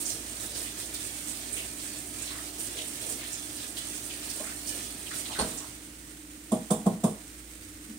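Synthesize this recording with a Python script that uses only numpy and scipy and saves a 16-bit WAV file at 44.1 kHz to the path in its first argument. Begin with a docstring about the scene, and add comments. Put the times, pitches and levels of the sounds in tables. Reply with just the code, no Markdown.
"""A kitchen, a few steps from a steel sink. The tap runs over steel tongs: drops and bubbles splatter,
the jet drums on the basin, and the spray spurts and splashes as the tongs are turned.
The tap is shut with a clack and a thud of the pipe, the last water trickles off, and the tongs are
knocked four times on the sink to dry them, ringing the basin and booming in the cupboard.
An appliance hums and a pan sizzles faintly all along; a soft shuffle comes at the end."""
import sys
import numpy as np
from scipy import signal
from scipy.fft import rfft, irfft, next_fast_len
from scipy.io import wavfile

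SR = 44100
rng = np.random.default_rng(int(sys.argv[2]) if len(sys.argv) > 2 else 0)


def digitize_waveform(pressure):
    """Quantize a signal to 16-bit integers and store it at the path in sys.argv[1].

    Rows of a 2-D input are taken as channels; values are limited to [-1, 1].
    """
    field = np.atleast_2d(pressure).T
    bounded = np.clip(field, -1, 1)
    quanta = np.round(bounded * 32767).astype(np.int16)
    wavfile.write(sys.argv[1], SR, quanta)


N = 352028
TIME = np.arange(N) / SR

# EQ curves of the splatter, the fine spray and the drumming basin floor: f/Hz, level/dB
SPLATTER_EQ = [(600, -5), (1400, -6), (1900, -1.5), (3400, 1.5), (5000, -1), (11000, -12.5)]
SPRAY_EQ = [(2500, -20), (5000, -5), (9500, -2), (15500, 0)]
DRUMMING_EQ = [(45, -38), (110, 10.5), (145, -3.5), (245, 8), (400, 4.5), (470, -4.5), (640, 2),
               (850, -4.5), (1300, -7.5), (2500, -23)]
def running_water(jet_db=-54.5):
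    """Fine spray hisses, drops and bubbles splatter along with it, the jet drums on the basin floor."""
    spray, jet, calm = spray_strength(), from_db(jet_db) * flow(), lulls()
    surge = rms_one(spray)
    drops = droplets(per_s=1500, spread_db=1, tick_s=0.001, wet_db=-13)
    drops += from_db(-4.5) * bubbles(per_s=800, cycles=140, spread_db=3)
    mist = droplets(per_s=5400, spread_db=2, tick_s=0.00089, wet_db=-7)
    hiss = rms_one(colour(gurgle(mist, depth_db=3, rate_hz=14), SPRAY_EQ))
    splatter = rms_one(colour(gurgle(drops, depth_db=2, rate_hz=18), SPLATTER_EQ))
    return (from_db(7) * jet * calm * surge ** 0.46 * splatter  # large drops swell less than spray
            + from_db(-5) * spray * calm ** 0.57 * hiss
            + from_db(3.5) * jet * surge ** 0.4 * noise(DRUMMING_EQ))


def flow(drain_from_s=5.505, drain_db_per_s=18):
    """Full flow until the tap is shut, then the pipe drains."""
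    return from_db(-drain_db_per_s * np.maximum(TIME - drain_from_s, 0))


# spurts of fine spray: t/s, length/s, level/dB
SPURT_CUES = [(0.0, 0.06, -32), (0.055, 0.12, -35.5), (0.393, 0.12, -35), (0.527, 0.19, -37.5),
              (0.769, 0.093, -36.5), (0.937, 0.034, -35), (0.98, 0.16, -41), (1.25, 0.17, -41),
              (1.53, 0.14, -37), (2.577, 0.081, -34), (2.994, 0.28, -37.5), (3.08, 0.095, -36),
              (3.769, 0.043, -36), (4.193, 0.4, -40), (4.65, 0.2, -37), (5.128, 0.14, -35.5)]
def spray_strength(steady_db=-40.5, waver_db=0.85, rise=0.28):
    """Envelope of the spray: it wavers slightly and spurts whenever the tongs cross the jet."""
    pressure = flow() ** 2.5  # fine spray needs pressure, so it dies faster than the jet
    steady = from_db(steady_db + waver_db * drift(1.6)) * pressure
    spurt_power = sum((from_db(db) * swell(np.minimum(TIME - s, 1), length, rise)) ** 2
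                      for s, length, db in SPURT_CUES)
    return np.sqrt(steady ** 2 + spurt_power)


# dips where the water slides quietly along the tongs: t/s, level/dB
LULL_CUES = [(0.27, 0), (1.75, -4.5), (2.09, -5), (2.54, -3.5), (3.72, -5), (4.57, -3.5), (4.97, -4)]
def lulls(width_s=0.038):
    """The splatter ducks while the jet clings to the steel."""
    return from_db(sum(db * bump(s, width_s) for s, db in LULL_CUES))


def droplets(per_s, spread_db, tick_s, wet_db, room_decay_s=0.013):
    """Impacts of uneven size, each a tiny white burst with its own room tail; rms 1."""
    sizes = from_db(spread_db * np.minimum(rng.exponential(1, N), 5))
    hits = rng.random(N) < per_s / SR
    energy = linger(sizes ** 2 * hits, tick_s)
    energy += from_db(wet_db) ** 2 * linger(energy, room_decay_s)
    return rms_one(np.sqrt(energy) * room_noise(N))


def bubbles(per_s, cycles, spread_db, span_s=6):
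    """Trapped air rings briefly, each bubble at its own pitch and place; rms 1."""
    out, t = np.zeros((2, N)), TIME[:SR // 25]
    for when, pitch, size, place in rng.random((int(per_s * span_s), 4)):
        hz = 1200 * 6 ** pitch
        fade = from_db(-spread_db * np.log(size + .01) - 60 * t * hz / cycles) * np.sqrt(hz)
        add(out, span_s * when, fade * np.sin(2 * np.pi * (hz * t + place * np.array([[0], [1]]))))
    return rms_one(kitchen(out, wet_db=3))


def gurgle(x, depth_db, rate_hz):
    """Bubble sizes come and go: each half octave swells on its own."""
    out, rest = 0, x
    for hz in np.geomspace(1000, 12000, 8):
        below = signal.sosfiltfilt(signal.butter(2, hz, fs=SR, output="sos"), rest)
        out = out + below * from_db(depth_db * drift(rate_hz))
        rest = rest - below
    return rms_one(out + rest)


# splashes off the turning tongs: t/s, length/s, f/Hz, level/dB
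SPLASH_CUES = [(0.05, 0.034, 6070, -38.5), (0.094, 0.039, 5500, -39), (0.543, 0.07, 4400, -43.5),
               (0.651, 0.04, 2920, -46.5), (0.941, 0.041, 4180, -43.5), (1.283, 0.035, 7100, -45),
               (1.526, 0.024, 9340, -40), (1.562, 0.045, 2680, -38), (1.793, 0.04, 4550, -46),
               (2.218, 0.017, 7100, -42), (2.271, 0.06, 3680, -44), (2.291, 0.12, 1560, -46),
               (2.764, 0.065, 3120, -39), (3.199, 0.1, 2550, -45), (3.321, 0.038, 6170, -41.5),
               (3.579, 0.08, 3900, -46), (3.763, 0.045, 3580, -39), (3.94, 0.045, 6040, -48),
               (4.094, 0.05, 2950, -44), (4.288, 0.04, 4750, -43), (4.436, 0.088, 1730, -43.5),
               (4.667, 0.045, 5400, -43), (5.06, 0.024, 2900, -44), (5.106, 0.041, 1630, -40.5),
               (5.252, 0.032, 3280, -42.5), (5.319, 0.056, 3360, -39.5), (5.289, 0.053, 900, -43.5),
               (5.35, 0.058, 1530, -38.5), (5.573, 0.036, 6440, -43), (5.605, 0.06, 1100, -49)]
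def splashes(rise=0.36, drops_db=-2, plops_db=-7.5):
    """The jet glances off the tongs in bursts of drops and plopping bubbles."""
    spatter, plopping, t = np.zeros((2, N)), np.zeros((2, N)), TIME[:SR // 2]
    drops = droplets(per_s=1500, spread_db=2.5, tick_s=0.0021, wet_db=-6)
    for s, length, hz, level_db in SPLASH_CUES:
        start = round(s * SR)
        envelope = from_db(level_db) * swell(t, length, rise)
        octaves = 0.404 + 6.25 * length  # longer bursts scatter more drop sizes
        burst = rms_one(band(drops[:, start:start + len(t)], hz, octaves))
        add(spatter, s, from_db(drops_db) * envelope * burst)
        plop_gain = from_db(plops_db) * np.sqrt(np.mean(envelope ** 2))
        add(plopping, s, plop_gain * plops(hz, length, octaves / 2))
    return spatter + kitchen(plopping, wet_db=-2)


def plops(hz, length, scatter_octaves, count=7, t60=0.026):
    """A handful of like-sized bubbles, each a short sine ping; rms 1."""
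    out = 0
    for when, pitch, size, place in rng.random((count, 4)):
        age = np.maximum(TIME[:SR // 2] - when * length, 0)
        turns = hz * 2 ** (scatter_octaves * (2 * pitch - 1)) * age
        phase = (place - .5) * hz / 800 * np.array([[1], [-1]])
        out = out + size * (age > 0) * from_db(-60 * age / t60) * np.sin(2 * np.pi * turns + phase)
    return rms_one(out)


# the jet is turned onto the basin wall: t/s, level/dB
WALL_CUES = [(0.14, -51.5), (0.56, -54.5), (1.57, -55.5), (2.79, -51.5), (3.09, -49), (4.74, -52)]
def wall_drumming(hz=490, width_s=0.058):
    """Deflected water drums hollowly on the basin wall and excites its middle modes."""
    hollow = noise(resonant(BOOM_EQ, BASIN_MODES, lift_db=6, width=0.02))
    envelope = sum(from_db(db) * bump(s, width_s) for s, db in WALL_CUES)
    return rms_one(band(hollow, hz, octaves=1)) * envelope


# modes of the steel basin and of the arms of the tongs: f/Hz, level/dB
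BASIN_MODES = [(119, -7), (178, -0.5), (219, 4.5), (253, 0.5), (355, -6), (425, -3.5), (465, -4),
               (486, -1.5), (538, -8), (629, 2.5), (669, -4), (733, -4.5), (811, -6), (960, -12),
               (1061, -9), (1149, -13)]
TONG_MODES = [(3370, -14), (3595, -14), (4960, -18), (7560, -17), (9010, -13)]
# EQ curves of the hollow boom and the bright clash: f/Hz, level/dB
BOOM_EQ = [(55, -11), (190, 8.5), (800, 3), (1200, -3.5), (1900, -18.5)]
CLASH_EQ = [(250, -10), (1100, 12.5), (1800, -9), (3400, -2), (4400, -8), (7700, -4), (9500, -3),
            (15500, -7)]
# tongs on the sink, one light touch under the water and four knocks to dry them:
# t/s, thump f/Hz, thump level/dB, ring level/dB, clash level/dB, hardness/(dB per octave)
KNOCK_CUES = [(4.392, 597, -39, -45, -46, 1), (6.515, 224, -18, -29, -37, -2),
              (6.7014, 197, -15.5, -28, -32, 1.5), (6.8575, 196, -12.5, -26.5, -45, -1),
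              (7.0335, 197, -13.5, -26.5, -34, -0.5)]
def knocks():
    """Each knock flexes and rings the basin, booms in the cupboard and clashes the arms of the tongs."""
    thumps, metal = np.zeros((2, N)), np.zeros((2, N))
    hollow = resonant(BOOM_EQ, BASIN_MODES, lift_db=9, width=0.02)
    clink = resonant(CLASH_EQ, TONG_MODES, lift_db=10, width=0.0083)
    for s, hz, thump_db, ring_db, clash_db, hardness in KNOCK_CUES:
        add(thumps, s, from_db(thump_db) * flex(hz, peak_s=0.0171, width_s=0.0053))
        add(thumps, s, from_db(ring_db) * flex(hz=702, peak_s=0.0085, width_s=0.0041))
        basin = ring(tilted(BASIN_MODES, hardness), t60=0.29, attack_s=0.024)
        boom = rattle(tilted(hollow, hardness), rise_s=0.0064, t60=0.13, tail_db=-11, tail_t60=0.45)
        arms = ring(TONG_MODES, t60=0.17, attack_s=0.0066)
        clash = rattle(clink, rise_s=0.0044, t60=0.071, tail_db=-2.5, tail_t60=0.38)
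        add(metal, s, from_db(ring_db - 1.5) * basin + from_db(ring_db + 1.5) * boom)
        add(metal, s, from_db(clash_db) * arms + from_db(clash_db - 2.5) * clash)
    return kitchen(thumps, wet_db=-13.5, t60=0.23, gap_s=0.031) + metal


# modes of the tap lever and EQ curve of its clack: f/Hz, level/dB
LEVER_MODES = [(4270, 0.5), (8940, -7)]
CLACK_EQ = [(200, 14.5), (640, 9.5), (1300, 10), (2300, -3), (4400, 3), (6500, -8), (15500, -18)]
# the lever shuts and the pipe jolts: t/s, level/dB
CLACK_CUES = [(5.388, -29), (5.396, -29), (5.409, -30), (5.433, -38.5)]
def shut_off():
    """The lever clacks home and rings, and the jolt of the pipe booms through sink and cupboard."""
    out, start = np.zeros((2, N)), CLACK_CUES[0][0]
    clack = resonant(CLACK_EQ, BASIN_MODES + LEVER_MODES, lift_db=3, width=0.017)
    for s, db in CLACK_CUES:
        add(out, s, from_db(db) * rattle(clack, rise_s=0.001, t60=0.13, tail_db=-15.5, tail_t60=0.93))
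    add(out, start, from_db(-34) * ring(LEVER_MODES, t60=0.21, attack_s=0.0031))
    add(out, start, from_db(-37.5) * ring(BASIN_MODES, t60=0.5, attack_s=0.025))
    add(out, start, from_db(-35.5) * flex(hz=63.6, peak_s=0.04, width_s=0.014))
    return out


def ring(modes, t60, attack_s, damping=0.06, vary_db=2):
    """Struck steel: low modes swell later, as their bending waves are slower, and last longer."""
    t, out = TIME[:SR // 2], 0
    for hz, level_db in modes:
        strength, turn, apart = rng.standard_normal(3)
        ratio = hz / modes[0][0]
        onset = 1 - np.exp(-(t * np.sqrt(ratio) / attack_s) ** 4)
        fade = from_db(level_db + vary_db * strength - 60 * t / t60 * ratio ** damping)
        phase = np.pi * turn + apart * hz / 1600 * np.array([[1], [-1]])
        out = out + fade * onset * np.sin(2 * np.pi * hz * t + phase)
    return out


def rattle(spectrum, rise_s, t60, tail_db, tail_t60):
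    """A burst of contact noise that dies fast and lingers in the room."""
    t = TIME[:SR // 2]
    onset = 1 - np.exp(-(t / rise_s) ** 4)
    fade = from_db(-60 * t / t60) + from_db(tail_db - 60 * t / tail_t60)
    return noise(spectrum, len(t)) * fade * onset


def flex(hz, peak_s, width_s):
    """The thump of a heavily damped panel swinging for a few cycles."""
    t = TIME[:SR // 8] - peak_s
    return np.cos(2 * np.pi * hz * t) * np.exp(-.5 * (t / width_s) ** 2)


def resonant(spectrum, modes, lift_db, width):
    """An EQ curve boosted at the modes of a body; width is a share of each mode's pitch."""
    hz = np.geomspace(30, 16000, 4000)
    curve_hz, db = np.transpose(spectrum)
    peaks = np.max([1 / (1 + (np.log(hz / mode_hz) / width) ** 2) for mode_hz, _ in modes], axis=0)
    return np.transpose([hz, np.interp(np.log(hz), np.log(curve_hz), db) + lift_db * peaks])


def tilted(points, db_per_octave):
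    """A harder blow favours the upper modes of the basin."""
    return [(hz, db + db_per_octave * np.log2(hz / 400)) for hz, db in points]


# soft shuffling near the stove: t/s, width/s, f/Hz, level/dB
SHUFFLE_CUES = [(7.735, 0.077, 92, -52), (7.923, 0.033, 219, -46)]
def shuffles(octaves=0.18):
    """Soft, low swells of rubbing noise."""
    rub = room_noise(N)
    return sum(from_db(db) * rms_one(band(rub, hz, octaves)) * bump(s, width_s)
               for s, width_s, hz, db in SHUFFLE_CUES)


# tones of the appliance: f/Hz, rms level/dB
HUM_TONES = [(57, -56.5), (296.8, -54.5), (316.5, -59)]
def appliance_hum(waver_db=1.6, waver_rad=0.42):
    """Low tones, each wavering in level and phase."""
    return sum(from_db(db + waver_db * drift(1.8)) * np.sqrt(2)
               * np.sin(2 * np.pi * hz * TIME + waver_rad * drift(0.79)) for hz, db in HUM_TONES)


# EQ curve of the pan: f/Hz, level/dB
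SIZZLE_EQ = [(900, -9), (1300, 1), (1900, 4), (2700, 0.5), (9500, -6.5), (15500, -2)]
def pan_sizzle(level_db=-50.5):
    """A dense, fine crackle, heard mostly through the room."""
    crackle = droplets(per_s=4200, spread_db=4, tick_s=0.00049, wet_db=5)
    return from_db(level_db) * rms_one(colour(crackle, SIZZLE_EQ))


# EQ curve of the room air: f/Hz, level/dB
AIR_EQ = [(25, -10), (75, 2.5), (170, 1), (290, 5), (480, -6), (1000, -15), (3000, -38)]
def room_air(level_db=-54.5):
    """A steady bed of low air noise."""
    return from_db(level_db) * noise(AIR_EQ)


def kitchen(x, wet_db, t60=0.28, gap_s=0.011):
    """Direct sound plus a dense tail from tiles and cupboards."""
    t = TIME[:SR // 2]
    tail = room_noise(len(t)) * from_db(-60 * t / t60) * np.clip(t / gap_s - 1, 0, 1)
    tail = rms_one(tail) / np.sqrt(len(t))
    return x + from_db(wet_db) * signal.fftconvolve(x, tail, axes=1)[:, :N]


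# stereo image of the room: f/Hz, left-right correlation
ROOM_CORRELATION = [(100, 0.94), (300, 0.92), (700, 0.62), (1500, -0.23), (3000, 0.11)]
def room_noise(size):
    """Diffuse white noise: left and right are alike in the bass, apart in the treble."""
    padded = next_fast_len(size)
    alike = at_hz(ROOM_CORRELATION, padded)
    mid, side = rfft(rng.standard_normal((2, size)), padded)
    pair = np.sqrt((1 + alike) / 2) * mid + np.sqrt((1 - alike) / 2) * side * [[1], [-1]]
    return irfft(pair, padded)[:, :size]


def noise(spectrum, size=N):
    """Coloured room noise, rms 1."""
    return rms_one(colour(room_noise(size), spectrum))


def colour(x, spectrum):
    """Shape a sound by an EQ curve."""
    size = x.shape[-1]
    padded = next_fast_len(size)
    return irfft(rfft(x, padded) * from_db(at_hz(spectrum, padded)), padded)[..., :size]


def at_hz(points, size):
    """A curve read on the frequency grid of a sound of this size."""
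    hz, value = np.transpose(points)
    return np.interp(np.log(np.fft.rfftfreq(size, 1 / SR) + 1), np.log(hz), value)


def band(x, hz, octaves):
    """Band-pass around a pitch."""
    edges = np.clip([hz * 2 ** (-octaves / 2), hz * 2 ** (octaves / 2)], 20, .45 * SR)
    return signal.sosfilt(signal.butter(2, edges, "band", fs=SR, output="sos"), x + 1e-18)


def drift(rate_hz, hop=40):
    """Slow random modulation, rms 1."""
    pole = np.exp(-2 * np.pi * hop * rate_hz / SR)
    white = rng.standard_normal(N // hop + 2002)
    slow = signal.lfilter([1], [1, -2 * pole, pole * pole], white)[2000:]
    return np.interp(np.arange(N) / hop, np.arange(len(slow)), rms_one(slow))


def linger(energy, decay_s):
    """Energy dies away exponentially; its sum is kept."""
    pole = np.exp(-1 / (decay_s * SR))
    return signal.lfilter([1 - pole], [1, -pole], energy)


def swell(t, length, rise):
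    """Burst envelope: climbs to 1 in the share `rise` of its length, then dies away."""
    age = np.maximum(t, 0) / (rise * length)
    return age * np.exp(1 - age)


def bump(s, width_s):
    """A smooth rise and fall around a time."""
    return np.exp(-.5 * ((TIME - s) / width_s) ** 2)


def add(out, s, sound):
    """Mix a sound in at a time."""
    start = round(s * SR)
    out[:, start:start + sound.shape[-1]] += sound[..., :N - start]


def from_db(db):
    """Decibels to gain."""
    return 10 ** (np.asarray(db) / 20)


def rms_one(x):
    """Scale to unit rms."""
    return x / np.sqrt(np.mean(x ** 2) + 1e-20)


def scene():
    """Water and steel up front, the quiet kitchen behind."""
    sink = running_water() + splashes() + wall_drumming() + shut_off() + knocks()
    return sink + appliance_hum() + pan_sizzle() + room_air() + shuffles()


# resonance of the right microphone port: f/Hz, level/dB
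RIGHT_PORT_EQ = [(2000, 1), (5000, 4), (7000, 10.5), (8000, 15), (9200, 18), (10500, 4.5), (11700, 0.5)]
def record(dry, low_cut_hz=42, high_cut_hz=15750):
    """The right port adds its treble resonance; the deepest bass and the top are cut."""
    ports = np.array([dry[0], colour(dry[1], RIGHT_PORT_EQ)])
    ports = signal.sosfilt(signal.butter(4, low_cut_hz, "high", fs=SR, output="sos"), ports)
    return signal.sosfilt(signal.ellip(12, .1, 80, high_cut_hz, fs=SR, output="sos"), ports)


dry = scene()
out = record(dry)
digitize_waveform(out)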